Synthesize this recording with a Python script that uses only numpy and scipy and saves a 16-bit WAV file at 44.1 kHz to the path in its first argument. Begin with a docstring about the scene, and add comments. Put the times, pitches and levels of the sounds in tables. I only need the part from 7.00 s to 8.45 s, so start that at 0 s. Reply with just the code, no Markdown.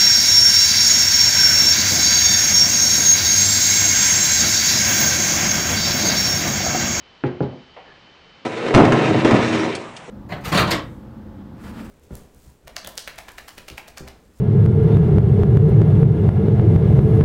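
"""Tapping a funnel dry

A plastic funnel is tapped twice on the rim of a tall glass cylinder to shake off its drops.
The knocks go down into the wooden table, which booms, and a small room answers.
A soft bump and a faint squeak follow as the funnel is lifted away, over hiss and a thin whine."""
import sys
import numpy as np
from scipy import signal
from scipy.fft import rfft, irfft, next_fast_len
from scipy.io import wavfile
from scipy.ndimage import map_coordinates

SR = 44100
rng = np.random.default_rng(int(sys.argv[2]) if len(sys.argv) > 2 else 0)


def wav_out(sig):
    """Save sig, one row per channel (or a flat mono array), as 16-bit PCM at SR to the path in sys.argv[1]."""
    wavfile.write(sys.argv[1], SR, np.round(np.clip(np.atleast_2d(sig).T, -1, 1) * 32767).astype(np.int16))


N = 63945

# Two taps and a soft rebound. Each row: start in seconds, level in dB, treble cut-off in Hz,
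# then bass, hollow middle, room and wall echo adjustments in dB, and echo delay in seconds.
FUNNEL_TAPS = [(0.2376, -12.5, 2960, 1, -1, -2, -32.5, .024),
               (0.4052, -13.5, 1038, -0.5, 4.5, 0, -29.5, .016),
               (0.4290, -20, 860, 2, 4, -3.5, -35.5, 0.016)]

def funnel_taps():
    """Each tap on the rim cracks, rings the table and stirs the room."""
    out = np.zeros(N)
    for start, db, cutoff_hz, bass_db, hollow_db, room_db, wall_db, wall_delay in FUNNEL_TAPS:
        knock = table_boom(start) + rim_crack(start) + amp(room_db) * room_answer(start)
        knock = filtered(knock, lambda hz: contact_tone(hz, cutoff_hz, bass_db, hollow_db))
        echo = amp(wall_db) * wall_echo(start + wall_delay)
        out += amp(db) * (knock + echo)
    return out


def contact_tone(hz, cutoff_hz, bass_db, hollow_db):
    """A softer blow is duller, and the spot struck sets the bass and the hollow middle."""
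    low_cut_hz, bass_hz, hollow_hz, width_hz = 89, 260, 560, 230
    dull = 1 / (1 + 1j * np.sqrt(2) * hz / cutoff_hz - (hz / cutoff_hz) ** 2)
    bass = (amp(bass_db) + 1j * hz / bass_hz) / (1 + 1j * hz / bass_hz)
    middle_band = 1j * hz * width_hz / (hollow_hz ** 2 - hz ** 2 + 1j * hz * width_hz)
    hollow = 1 + (amp(hollow_db) - 1) * middle_band
    ratio = 1j * hz / low_cut_hz
    low_cut = ratio ** 2 / (1 + ratio + ratio ** 2)
    return dull * bass * hollow * low_cut


# The notes of the table with the cylinder on it.
# Each row: pitch in Hz, relative level in dB, seconds to fade by 60 dB.
TABLE_NOTES = [(81, -20, 0.18), (133, -7, 0.29), (164, -5, 0.031), (253.7, -18.5, 0.52), (288, 7, 0.03),
               (357.6, -9.5, 0.51), (405.8, -9.5, .28), (517, -16.5, 0.32), (616.8, -28.5, 0.19),
               (665, -10.5, 0.032), (829.7, -13, 0.18), (926, -7, 0.011), (1404, -4.5, 0.017),
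               (1705, -9, .02), (2700, -11.5, 0.0086)]

def table_boom(start):
    """The knocked table rings at many pitches at once, each fading at its own speed."""
    out = np.zeros(N)
    for k, (hz, db, fade_s) in enumerate(TABLE_NOTES):
        gain = amp(db + 0.5 * rng.standard_normal())
        tone = (-1) ** k * np.sin(2 * np.pi * hz * since(start))  # every other note is flipped
        out += gain * burst(start, rise_s=0.34 / hz, fade_s=fade_s) * tone
    return out


# The tone of the crack. Each row: frequency in Hz, relative level in dB.
CRACK_TONE = [(200, -21.5), (600, 10), (1500, -3), (3200, 0), (4500, -27), (8000, -21.5), (11000, -51.5)]

def rim_crack(start):
    """Plastic hitting glass gives a very short burst of noise."""
    return amp(-6.5) * noise(CRACK_TONE) * burst(start, rise_s=0.0001, fade_s=0.013)


# The tone of the room's answer. Each row: frequency in Hz, relative level in dB.
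ROOM_TONE = [(30, -25.5), (60, -25), (85, -3.5), (140, 0), (210, 0.5), (300, 0), (430, -3.5), (600, -8.5),
             (850, -10.5), (1100, -16), (1500, -17), (2200, -19.5), (4000, -32.5), (7500, -46),
             (10000, -47.5)]
# How long the room rings. Each row: frequency in Hz, seconds to fade by 60 dB.
ROOM_FADES = [(80, 0.51), (300, 0.42), (1000, 0.47), (3000, 0.48), (8000, 0.36)]

def room_answer(tap_start):
    """Reflections blur into a wash of noise in which each frequency dies at its own speed."""
    start, rise_s = tap_start + 0.0013, 0.0027
    hz, t, bands = signal.stft(noise(ROOM_TONE), SR, nperseg=1024)
    fade = amp(-60 * np.maximum(t - start, 0) / along(ROOM_FADES, hz)[:, None])
    tail = signal.istft(bands * fade, SR, nperseg=1024)[1][:N]
    return amp(-9) * tail * (1 - np.exp(-since(start) / rise_s))


# The tone of the echo. Each row: frequency in Hz, relative level in dB.
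WALL_TONE = [(500, -23.5), (2000, -2), (4000, 2.5), (7000, -20.5), (10000, -48.5)]

def wall_echo(start):
    """The walls throw back a bright early echo."""
    return noise(WALL_TONE) * burst(start, rise_s=0.002, fade_s=0.13)


# The tone of the bump. Each row: frequency in Hz, relative level in dB.
BUMP_TONE = [(100, -29), (370, -14.5), (530, 2.5), (640, -6.5), (760, 2), (1050, -9), (1500, -16),
             (2200, -15), (2900, -16), (5000, -43), (9000, -77)]

def funnel_bump():
    """The funnel comes away with a soft, hollow bump, heard mostly through the room."""
    return amp(-37) * noise(BUMP_TONE) * burst(start=0.764, rise_s=0.0015, fade_s=0.43)


# The tone of the squeak. Each row: frequency in Hz, relative level in dB.
SQUEAK_TONE = [(800, -13.5), (1600, -17), (1725, 0.5), (1850, -14), (2100, -12), (2500, -36), (9000, -83)]

def glass_squeak():
    """Handled glass squeaks faintly, heard mostly through the room."""
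    return amp(-41.5) * noise(SQUEAK_TONE) * burst(start=0.846, rise_s=0.037, fade_s=0.46)


# The tone of the hiss. Each row: frequency in Hz, relative level in dB.
HISS_TONE = [(15, -49.5), (25, -9.5), (64, -1.5), (103, -5.5), (186, -2), (214, -7.5), (236, -6),
             (467, -4.5), (502, -6.5), (650, -7), (785, -6), (1350, -8.5), (2880, -9.5), (3090, -8),
             (3320, -12.5), (4510, -14), (7060, -32.5), (9180, -58.5), (15500, -120)]
# The notes of the whine. Each row: pitch in Hz, average level in dB.
WHINE_NOTES = [(3043.5, -59.5), (7978, -92.5)]

def hiss_and_whine():
    """Hiss slowly swells behind a thin electrical whine that wavers a little."""
    drift_hz, waver_db, swell_db_per_s = 1.5, 1, 1
    whine = np.zeros(N)
    for hz, db in WHINE_NOTES:
        peak = np.sqrt(2) * amp(db - waver_db * wobble(12))
        pitch = hz + drift_hz * wobble(8.7)
        whine += peak * np.sin(2 * np.pi * np.cumsum(pitch) / SR)
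    hiss = amp(-51.5 + swell_db_per_s * since(0)) * noise(HISS_TONE)
    return hiss + whine


def amp(db):
    """Turn decibels into a multiplier."""
    return 10 ** (np.asarray(db) / 20)


def along(points, hz):
    """Read between a table's rows on a log frequency scale."""
    row_hz, values = np.transpose(points)
    return np.interp(np.log(hz + 1), np.log(row_hz + 1), values)


def since(start):
    """Seconds since a moment, zero before it."""
    return np.maximum(np.arange(N) / SR - start, 0)


def wobble(rate):
    """A smooth curve through `rate` random points a second."""
    return map_coordinates(rng.standard_normal(200), [np.arange(N) * rate / SR], mode="mirror")


def filtered(x, response):
    """Scale each frequency in x by response(hz)."""
    size = next_fast_len(N + SR // 2)
    return irfft(rfft(x, size) * response(np.fft.rfftfreq(size, 1 / SR)), size)[:N]


def noise(tone):
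    """Noise shaped by a tone table, with an average (rms) level of 1."""
    x = filtered(rng.standard_normal(N), lambda hz: amp(along(tone, hz)))
    return x / np.sqrt(np.mean(x ** 2) + 1e-20)


def burst(start, rise_s, fade_s):
    """A loudness curve that rises, then falls 60 dB every fade_s seconds."""
    t = since(start)
    return (1 - np.exp(-t / rise_s)) * amp(-60 * t / fade_s)


def scene():
    """Add all the sounds into one channel."""
    return (funnel_taps() + funnel_bump() + glass_squeak() + hiss_and_whine())[None]


def record(dry):
    """Cut away the highest treble."""
    return filtered(dry[0], lambda hz: hz < 10200)[None]


dry = scene()
out = record(dry)
wav_out(out)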